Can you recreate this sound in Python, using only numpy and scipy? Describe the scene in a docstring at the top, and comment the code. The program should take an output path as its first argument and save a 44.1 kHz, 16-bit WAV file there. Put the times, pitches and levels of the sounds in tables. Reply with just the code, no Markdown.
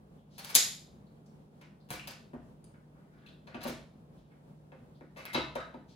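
"""A fridge hum and a low rush of air run throughout: wavering sines over shaped noise.
Over them, poultry shears work through a raw carcass: blades rasp, wet meat squelches and bone splinters in showers
of tiny fractures. A thick bone snaps and the steel rings; joints are ground and torn apart, exciting carcass modes.
Bumps excite the modes of the cutting board, and a counter booms beneath it. Hard reflections and a diffuse echo,
decaying at its own rate in each band, place the cutting, bumps and squelches in a kitchen."""
import sys
import numpy as np
from scipy import signal
from scipy.fft import rfft, irfft
from scipy.io import wavfile
from scipy.ndimage import uniform_filter1d

SR = 44100
rng = np.random.default_rng(int(sys.argv[2]) if len(sys.argv) > 2 else 0)


def wav_out(sig):
    """Save sig, one row per channel (or a flat mono array), as 16-bit PCM at SR to the path in sys.argv[1]."""
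    wavfile.write(sys.argv[1], SR, np.round(np.clip(np.atleast_2d(sig).T, -1, 1) * 32767).astype(np.int16))


N = 262395
SIZE = 16384  # samples in one burst, ring or filter spectrum
SPAN_S = .035  # event levels are mean levels over this span, before the room

# moving air, spectral shape: [f/Hz, relative density/dB]
AIR = [(25, -24), (40, -12.5), (62, -8.5), (88, -10.5), (150, -4.5), (205, -2.5), (310, -12.5), (510, -16),
       (800, -23), (1300, -33), (2000, -41), (3200, -43.5), (6300, -50.5), (11000, -47.5), (16000, -55)]
# stereo breadth of the air: [f/Hz, side against mid level/dB]
AIR_SIDE = [(60, -11), (150, -12.5), (300, -11.5), (600, -1), (1200, 2.5), (12000, 1)]
AIR_DB, AIR_WANDER_DB, AIR_WANDER_PER_S = -54.5, 1.64, 12  # mean level, its rms wander, knots per second
# fridge partials: [f/Hz, level/dB]
HUM = [(59.5, -77), (120, -76.5), (150.4, -58), (175.5, -69), (203, -71)]

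# kitchen bands: [f/Hz, t60/s, direct level/dB before a common gain, echo level/dB, left-right likeness 0-1]
KITCHEN = [(100.5, 0.84, -2.5, -0.5, 0.9), (291, 0.34, -11, 1, 0.9), (712, 0.47, -5, -1, 0.9),
           (1550, 0.41, -6.5, 4.5, 0), (3900, 0.44, -12, -1, 0.8), (7426, 0.38, -11, 1.5, 0),
           (11440, 0.38, 5, -1, 0), (16000, .2, 0.5, -14, 0.1)]
DIRECT_GAIN_DB = 3.5  # common gain of the direct and reflected paths
# nearby hard surfaces: [delay/ms, level against the direct sound/dB, left lead/ms]
REFLECTIONS = [(1.0, -15.5, -0.02), (5.3, -9.5, 0.013), (8.6, -7, -0.46)]
# overall tone: [f/Hz, level/dB]
TONE = [(15, -20.5), (35, -6.5), (60, -3.5), (7000, -2.5), (12000, -5), (13500, -6), (16000, -1.5)]
HEADROOM, TOP_HZ = 1.1, 16250  # ceiling of the rounded peaks, upper band limit

# wet meat gripped, pulled and sheared: [t/s, length/ms, level/dB, centre f/Hz]
MEAT = [(.28, 55, -61, 4100), (1.255, 5.6, -73, 5000), (1.611, 12, -63, 2310), (2.734, 7.8, -67.5, 1502),
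        (2.93, 28, -69.5, 1300), (3.081, 57, -66, 1470), (3.2, 39, -64, 1500), (3.491, 23.6, -59, 1700),
        (4.169, 10.8, -73.5, 3584), (4.301, 12.6, -70.5, 1800), (5.87, 24, -63, 3980)]
SQUASH_MS, SQUASH_DB, SQUASH_HZ = 0.63, -64.5, 1703  # the meat squelches under every bump
# faint squelches as the fingers shift their grip, and the rms spread from one grip to the next
HANDLING_PER_S, HANDLING_MS, HANDLING_DB, HANDLING_HZ = 8, 30, -84, 3000
HANDLING_SPREAD_DB, HANDLING_SPREAD_OCTAVES = 3, .4

# pushes and bumps on the board: [t/s, level/dB, board f favoured by the place of contact/Hz]
KNOCKS = [(0.553, -49.5, 137), (1.908, -42.5, 137), (1.906, -43.5, 330), (1.907, -51, 710),
          (2.075, -55, 385), (2.333, -41.5, 250), (3.473, -53.5, 604), (3.545, -41, 293), (3.546, -46, 670),
          (3.649, -39, 540), (3.654, -39.5, 240), (3.694, -38, 225), (1.613, -64, 479), (4.719, -53, 450),
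          (5.008, -51.5, 303), (5.164, -50, 588), (5.192, -52, 606), (5.348, -40, 123), (5.348, -36, 330),
          (5.361, -39.5, 453), (5.376, -40, 295), (5.553, -35.5, 549), (5.740, -45.5, 280)]
# cutting board modes: [f/Hz, relative level/dB, t60/s]
BOARD = [(137, -4.5, 0.19), (239.3, -1.5, 0.1408), (278, -2.5, 0.14), (330, -3, 0.054), (385, -2.5, 0.028),
         (506.9, 0, 0.13), (552.7, -1.5, 0.079), (637, -1.5, .07), (714, -11.5, 0.029), (1027, -14, 0.04)]
# counter and cabinet modes: [f/Hz, relative level/dB, t60/s]
COUNTER = [(40.53, -16, 0.36), (62.64, -0.5, 0.16), (71, -4, 0.2), (106.9, 0, 0.086)]
SLAP_DB = -6.5  # the meat's slap against the ring of the board
SAG_DELAY_S, SAG_DB = 0.026, -22  # the counter takes up each push later, at this level against it
SAG_HZ, SAG_BOOST_DB = 245, 13.5  # added most where the push favours this pitch of the board

# light scrape of the blade tips: [t/s, level/dB]
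BLADE_TICK = (2.642, -65)
# blade tip modes: [f/Hz, relative level/dB, t60/s]
BLADE_TIP = [(4950, -5, .007), (6950, -12, .006), (9100, 0, .005), (10100, -6, .004)]
# blades rubbing along bone and each other: [t/s, length/ms, level/dB, centre f/Hz, width/octaves]
RASPS = [(0.179, 15, -77.5, 3200, 0.47), (1.068, 5, -76, 4210, 0.34), (1.803, 12, -73.5, 4160, 0.5),
         (1.9961, 0.4, -47.5, 2590, 0.4), (3.171, 37, -72, 3300, .8), (3.262, 5, -61.5, 2650, 0.22),
         (3.263, 4.8, -61.5, 3870, 0.3), (3.273, 1.8, -63, 3330, 0.26), (3.286, 5, -63, 3700, .7),
         (4.935, 23.5, -73, 3900, 0.75)]
RASP_SKIRT_DB = -21.5  # broad remainder around a rasp's band

# joints pressed, ground and torn apart: [t/s, crumbling time/ms, level/dB, favoured f/Hz, favour/dB]
JOINT = [(1.614, 9, -66, 1023, 22), (3.545, 1.4, -54, 2850, 13), (5.161, 6.9, -55.5, 2010, 23),
         (5.186, 13.6, -52.5, 2160, 14), (5.256, 8.4, -48.5, 2260, 17), (5.292, 16, -48.5, 1970, 31),
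         (5.347, 2.6, -35.5, 3980, 1), (5.352, 2.3, -35, 2510, 11), (5.364, 2.5, -42.5, 1290, 12),
         (5.381, 3.7, -46.5, 3370, 3), (5.404, 2.6, -46.5, 950, 24), (5.557, 1.5, -45.5, 1010, 16.5),
         (5.581, 1.9, -44, 1260, 22), (5.603, 5, -49.5, 1650, 18), (5.741, 2, -57, 902, 27)]
# rib and backbone modes: [f/Hz, relative level/dB, t60/s]
CARCASS = [(870, -7, .035), (990, -3, .04), (1270, -3, .05), (1460, -8, .025), (1610, -8, .04),
           (2040, -5, .022), (2160, -5, .022), (2350, -8, .025), (2600, -1, .025), (2930, -3, .022),
           (3070, -3, .022), (3470, -8, .02), (3830, 2, .028), (4200, -8, .02), (4690, -7, .025)]
JOINT_DETUNE, JOINT_SCATTER_DB = .012, 2.5  # rms change of mode pitch (fraction) and level per jerk

# the thick bone breaks in quick steps: [t/s, crumbling time/ms, level/dB before smoothing, tilt/(dB per octave)]
SNAP = [(.5455, 4, -37, -1), (.5520, .5, -19.5, 3), (.5562, 1.1, -22, -1.5), (.5600, 1.3, -24, -1)]
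# colour of every snap step: [f/Hz, relative level/dB]
SNAP_COLOUR = [(40, -23.5), (150, -18), (600, -11), (1300, -14), (2100, -3), (2700, -2.5), (3100, 0),
               (3700, 5.5), (4400, 3.5), (5100, 6), (5900, -1.5), (6900, 7.5), (7600, 0), (8400, -2.5),
               (9400, -4.5), (11600, 2), (13000, -5), (16000, -14)]
# steel blade modes: [f/Hz, relative level/dB, t60/s]
BLADES = [(2848, -6, .19), (3532, -3, .25), (3643, 1, .28), (3850, -3, .42), (4400, -5, .42),
          (4834, -5, .35), (4964, -2, .35), (5207, -1, .3), (6670, -3, .14), (6723, -3, .18),
          (6843, -3, .18), (7700, -7, .13), (10630, -5, .1), (11230, -3, .08)]
BLADES_DB = -33.5  # level of the blades clashing shut

# bone splintering: [t/s, crumbling time/ms, level/dB before a common gain, dulled above f/Hz, ring f/Hz]
CRACKS = [(0.381, 9.8, -45, 12300, 4370), (.405, 27, -53, 12080, 3640), (.447, 0.96, -43.5, 12800, 4550),
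          (0.463, 17, -50.5, 11940, 5050), (.493, 10.5, -42.5, 11100, 2320),
          (1.612, 5.9, -61.5, 8880, 2420), (1.889, 7.7, -60, 11000, 2803), (1.9046, 0.88, -41, 14540, 4080),
          (1.9127, 2.6, -48, 13100, 3330), (1.92, 18, -43, 11600, 2350), (2.0737, 2.1, -44.5, 15100, 4980),
          (2.083, 4.7, -49.5, 11000, 4480), (2.108, 3.2, -51, 11100, 4900), (3.471, 6.1, -55, 5430, 4260),
          (3.545, 2.2, -46, 3240, 2670), (3.608, 14.6, -46, 6500, 4060), (3.633, 3.4, -45.5, 14000, 2840),
          (3.644, 14, -45.5, 6100, 2830), (3.671, 9.9, -41.5, 12000, 2250), (3.697, 2.7, -54, 13100, 4180),
          (3.725, 5.2, -60, 12000, 3280), (4.721, 3.4, -64, 2880, 2676), (5.163, 27, -50, 8200, 2692),
          (5.2539, 0.56, -47.5, 13900, 3330), (5.332, 5.5, -43, 10900, 3900),
          (5.346, 3.2, -30.5, 5040, 4140), (5.5541, 1.7, -45.5, 7600, 3680)]
CRACKS_GAIN_DB = -3.5  # common gain of the splintering
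# colour of splintering bare bone: [f/Hz, relative level/dB]
BONE = [(100, -4), (600, 8.5), (1600, 8), (4300, 7.5), (7500, -1), (11000, 1), (15500, 4)]
# resonances of a bone fragment: [share of its ring f, boost/dB]
PIECE_MODES = [(0.99, 7.5), (1, 2.5), (0.18, 5), (0.33, 1.5), (0.18, 2.5)]
PIECE_OCTAVES = 0.031  # half-width of those resonances
MUFFLE_DB_PER_OCTAVE = 18.5  # final slope at which the meat around a bone dulls it


def amp(db):
    """Decibel law: convert a level to an amplitude ratio."""
    return 10 ** (np.asarray(db) / 20)


def unit(x):
    """Energy normalisation: scale the sum of squares to one."""
    return x / np.sqrt(np.sum(x ** 2) + 1e-18)


def on_log(hz, points):
    """Logarithmic frequency scale: interpolate (f/Hz, value) points along it."""
    f, value = np.transpose(sorted(map(tuple, points)))
    return np.interp(np.log(np.maximum(hz, 1)), np.log(f), value)


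def bins(size):
    """Discrete spectrum: bin frequencies in Hz, raised by 1 Hz to keep clear of zero."""
    return np.fft.rfftfreq(size, 1 / SR) + 1


def colour(x, db):
    """Minimum-phase filtering: fold the cepstrum to get a causal response with db gain at bins(SIZE)."""
    cepstrum = irfft(np.log(amp(db)))
    cepstrum[1:SIZE // 2] *= 2
    cepstrum[SIZE // 2 + 1:] = 0
    response = irfft(np.exp(rfft(cepstrum)))[:SIZE // 8]
    return signal.fftconvolve(x, response)[:len(x)]


def hump(hz, centre_hz, octaves, height_db):
    """Resonance curve: a rise in dB that halves at the given distance in octaves."""
    return height_db / (1 + (np.log2(hz / centre_hz) / octaves) ** 2)


def evened(x, order=160):
    """Spectral whitening: level a burst over `order` bins, so that it excites all pitches nearly alike."""
    power = uniform_filter1d(np.abs(rfft(x)) ** 2, order)
    return unit(colour(x, -10 * np.log10(power / power.mean() + .01)))


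def smoothed(x, order=20, size=200):
    """Ripple equalisation: flatten detail `order` bins wide, keeping the shape `size` bins wide."""
    power = np.abs(rfft(x, SIZE)) ** 2
    ripple = uniform_filter1d(power, order) / (uniform_filter1d(power, size) + 1e-18)
    return colour(x, -10 * np.log10(np.abs(ripple) + .02))


def add(track, s, sound, db):
    """Superposition: mix in a sound at s; unit energy gives a mean level of db over SPAN_S."""
    i = max(int(s * SR), 0)
    part = sound[:max(N - i, 0)]
    track[i:i + len(part)] += part * amp(db) * np.sqrt(SPAN_S * SR)


def fractures(ms, per_s, spread_db, first):
    """Random fracture: a first break and a dying shower of uneven ones; slow crumbling starts more gently."""
    t, crumble_s = np.arange(SIZE) / SR, ms / 1000
    happens = rng.random(SIZE) < per_s / SR
    sizes_db = spread_db * np.minimum(rng.exponential(size=SIZE), 3)
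    sizes = amp(sizes_db) * rng.choice([-1, 1], SIZE)
    swell = 1 - np.exp(-t / (0.85 * crumble_s))
    shower = unit(happens * sizes * swell * np.exp(-t / crumble_s))
    shower[0] += first * np.exp(-crumble_s / 0.015)
    return unit(shower)


def ring(hz, t60):
    """Free damped vibration: one sine mode falls 60 dB in t60, with unit energy."""
    t = np.arange(SIZE) / SR
    return unit(np.sin(2 * np.pi * hz * t) * np.exp(-np.log(1000) * t / t60))


def struck(modes):
    """Modal superposition: all modes of an object start together, with unit energy."""
    return unit(sum(amp(db) * ring(hz, t60) for hz, db, t60 in modes))


def background():
    """Stationary noise and tones: shaped stereo noise for moving air, slowly wavering sines for the fridge."""
    hz, t = bins(N), np.arange(N) / SR
    mid, side = rfft(rng.standard_normal((2, N))) * amp(on_log(hz, AIR))
    air = irfft(mid + np.array([[1], [-1]]) * side * amp(on_log(hz, AIR_SIDE)), N)
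    hum = 0
    for f, db in HUM:
        waver = np.interp(t, np.linspace(0, t[-1], num=24), rng.standard_normal(24))
        # the same waver moves level (dB) and phase (rad)
        tone = np.sin(2 * np.pi * f * t + 0.21 * waver)
        hum = hum + np.sqrt(2) * amp(db + 0.5 * waver) * tone
    knots = np.arange(0, t[-1] + 1, 1 / AIR_WANDER_PER_S)
    wander_db = AIR_WANDER_DB * np.interp(t, knots, rng.standard_normal(len(knots)))
    return air / air.std() * amp(AIR_DB + wander_db) + hum


def kitchen(x, lead_ms, build_ms):
    """Room response: direct sound leading on the left, hard reflections, and an echo with a t60 per band."""
    size = 2 * SIZE
    t, hz, rows = np.arange(size) / SR, bins(size), np.array(KITCHEN)
    sides = np.array([[1], [-1]])  # left, right
    paths = 0
    # the first path is the direct sound
    for ms, db, lead in [(0.00064, 0.0028, lead_ms)] + list(REFLECTIONS):
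        delay_s = (ms + (lead_ms - sides * lead) / 2) / 1000
        paths = paths + amp(db) * np.exp(-2j * np.pi * hz * delay_s)
    response = irfft(paths * amp(on_log(hz, rows[:, [0, 2]]) + DIRECT_GAIN_DB))
    response[:, SIZE:] = 0  # drop the wrapped-around half

    mid, side = rfft(rng.standard_normal((2, size)))
    swell = 1 - np.exp(-t * 1000 / build_ms)
    echo = 0
    for k, (_, t60, _, echo_db, likeness) in enumerate(KITCHEN):
        # triangular crossfade between neighbouring bands
        band = on_log(hz, zip(rows[:, 0], np.arange(len(rows)) == k))
        shared = np.sqrt((1 + likeness) / 2) * mid
        opposed = np.sqrt((1 - likeness) / 2) * side
        noise = irfft(band * (shared + sides * opposed))
        echo = echo + amp(echo_db) * noise * unit(swell * np.exp(-np.log(1000) * t / t60))
    response += np.array([smoothed(channel, order=28) for channel in echo])
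    return signal.fftconvolve(x[None], response, axes=1)[:, :N]


def squelch(ms, centre_hz):
    """Parting of wet fibres: a cloud of tiny ticks swells and dies away around one pitch."""
    swell = 1 - np.exp(-np.arange(SIZE) / SR * 1000 / max(ms, 1))
    ticks = fractures(ms, per_s=2400, spread_db=1, first=0) * swell ** 2
    octaves_off = np.hypot(np.log2(bins(SIZE) / centre_hz), .35)  # rounded at the centre
    return unit(colour(ticks, np.maximum(-23 * octaves_off, -65)))


def meat():
    """Wet deformation: meat squelches when pulled, at every bump, and faintly under the fingers all along."""
    out = np.zeros(N)
    for s, ms, db, centre_hz in MEAT:
        add(out, s, squelch(ms, centre_hz), db)
    for s, _, _ in KNOCKS:
        add(out, s, squelch(SQUASH_MS, SQUASH_HZ), SQUASH_DB)
    for s in np.arange(0, N / SR, 1 / HANDLING_PER_S):
        strength, pitch = rng.standard_normal(2)
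        grip = squelch(HANDLING_MS, HANDLING_HZ * 2 ** (HANDLING_SPREAD_OCTAVES * pitch))
        grip_db = HANDLING_DB + HANDLING_SPREAD_DB * strength
        add(out, s + rng.random() / HANDLING_PER_S, grip, grip_db)
    return out


def board():
    """Selective modal excitation: contact favours some board modes; meat slaps and the counter booms."""
    out = np.zeros(N)
    # the heavy counter is slow to get moving
    boom = unit(struck(COUNTER) * (1 - np.exp(-np.arange(SIZE) / SR / 0.018)))
    for s, db, favoured_hz in KNOCKS:
        detune = 1 + 0.0092 * rng.standard_normal(len(BOARD))  # the load on the board shifts
        modes = 0
        for k, (f, mode_db, t60) in enumerate(BOARD):
            favour_db = hump(f, favoured_hz, octaves=0.35, height_db=12.5)
            modes = modes + (-1) ** k * amp(mode_db + favour_db) * ring(f * detune[k], t60)
        contact = evened(fractures(ms=6.5, per_s=2400, spread_db=1.0, first=0.1), order=40)
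        slap_db = hump(bins(SIZE), centre_hz=1.486 * favoured_hz, octaves=3.3, height_db=72.5)
        slap = colour(contact, slap_db)
        add(out, s, unit(modes) + amp(SLAP_DB) * unit(slap), db)
        boost_db = hump(favoured_hz, SAG_HZ, octaves=0.38, height_db=SAG_BOOST_DB)
        add(out, s + SAG_DELAY_S, boom, db + SAG_DB + boost_db)
    return out


def blade_tick():
    """Scraping contact: blade tips pass each other, exciting their short modes and a broad scrape."""
    out = np.zeros(N)
    s, db = BLADE_TICK
    contact = evened(fractures(ms=1.8, per_s=4100, spread_db=4, first=0.6))
    scrape = colour(contact, hump(bins(SIZE), centre_hz=8030, octaves=2.1, height_db=20.5))
    tips = signal.fftconvolve(contact, struck(BLADE_TIP))[:SIZE]
    add(out, s, unit(unit(tips) + amp(-10) * unit(scrape)), db)
    return out


def rasps():
    """Stick-slip friction: a blade slips in quick ticks, concentrated in one band of pitches."""
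    out, hz = np.zeros(N), bins(SIZE)
    for s, ms, db, centre_hz, octaves in RASPS:
        slips = evened(fractures(ms, per_s=700, spread_db=5, first=.8))
        octaves_off = np.log2(hz / centre_hz)
        band = 1 / (1 + (2 * octaves_off / octaves) ** 4)
        skirt = amp(RASP_SKIRT_DB) / (1 + octaves_off ** 2)
        add(out, s, unit(colour(slips, 20 * np.log10(band + skirt))), db)
    return out


def joint():
    """Jerky excitation of a resonator: gristle and bone yield, and each jerk favours other carcass modes."""
    out = np.zeros(N)
    for s, ms, db, favoured_hz, favour_db in JOINT:
        strain, grip = rng.standard_normal((2, len(CARCASS)))
        body = 0
        for k, (f, mode_db, t60) in enumerate(CARCASS):
            favoured_db = hump(f, favoured_hz, octaves=0.2, height_db=favour_db)
            gain = amp(mode_db + JOINT_SCATTER_DB * grip[k] + favoured_db)
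            body = body + (-1) ** k * gain * ring(f * (1 + JOINT_DETUNE * strain[k]), t60)
        jerks = evened(fractures(ms, per_s=700, spread_db=5, first=.9), order=40)
        add(out, s, unit(signal.fftconvolve(jerks, body)[:SIZE]), db)
    return out


def snap():
    """Brittle failure: the thick bone breaks in steps that merge into one crack, and the blades clash shut."""
    steps, out, hz = np.zeros(N), np.zeros(N), bins(SIZE)
    for s, ms, db, tilt_db in SNAP:
        shower = evened(fractures(ms, per_s=16000, spread_db=2, first=.25))
        step_db = on_log(hz, SNAP_COLOUR) + tilt_db * np.log2(hz / 5000)
        add(steps, s, unit(colour(shower, step_db)), db)
    start = int(SNAP[0][0] * SR)
    out[start:] = smoothed(steps[start:])
    add(out, SNAP[1][0], struck(BLADES), BLADES_DB)  # the clash falls on the second step
    return out


def crunches():
    """Splintering: thin bones shed fractures, dulled by the meat; resonances colour each piece."""
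    out, hz = np.zeros(N), bins(SIZE)
    for s, ms, db, dull_hz, ring_hz in CRACKS:
        shower = smoothed(fractures(ms, per_s=1300, spread_db=5, first=.55), order=60, size=600)
        piece_db = sum(hump(hz, share * ring_hz, PIECE_OCTAVES, boost_db) for share, boost_db in PIECE_MODES)
        muffle_db = -MUFFLE_DB_PER_OCTAVE * np.log2(1 + (hz / dull_hz) ** 4) / 4
        add(out, s, colour(shower, on_log(hz, BONE) + piece_db + muffle_db), db + CRACKS_GAIN_DB)
    return out


def scene():
    """Common source position: everything on the board shares one place in the room."""
    cutting = crunches() + snap() + joint() + rasps() + blade_tick()
    return kitchen(cutting + board() + meat(), lead_ms=.285, build_ms=1.5) + background()


def record(dry):
    """Overall tone: deep rumble and some top are softened, peaks are rounded off and the band is limited."""
    heard = np.array([colour(channel, on_log(bins(SIZE), TONE)) for channel in dry])
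    heard = HEADROOM * np.tanh(heard / HEADROOM)
    band_limit = signal.ellip(10, .2, 80, TOP_HZ, fs=SR, output="sos")
    return signal.sosfilt(band_limit, heard)


dry = scene()
out = record(dry)
wav_out(out)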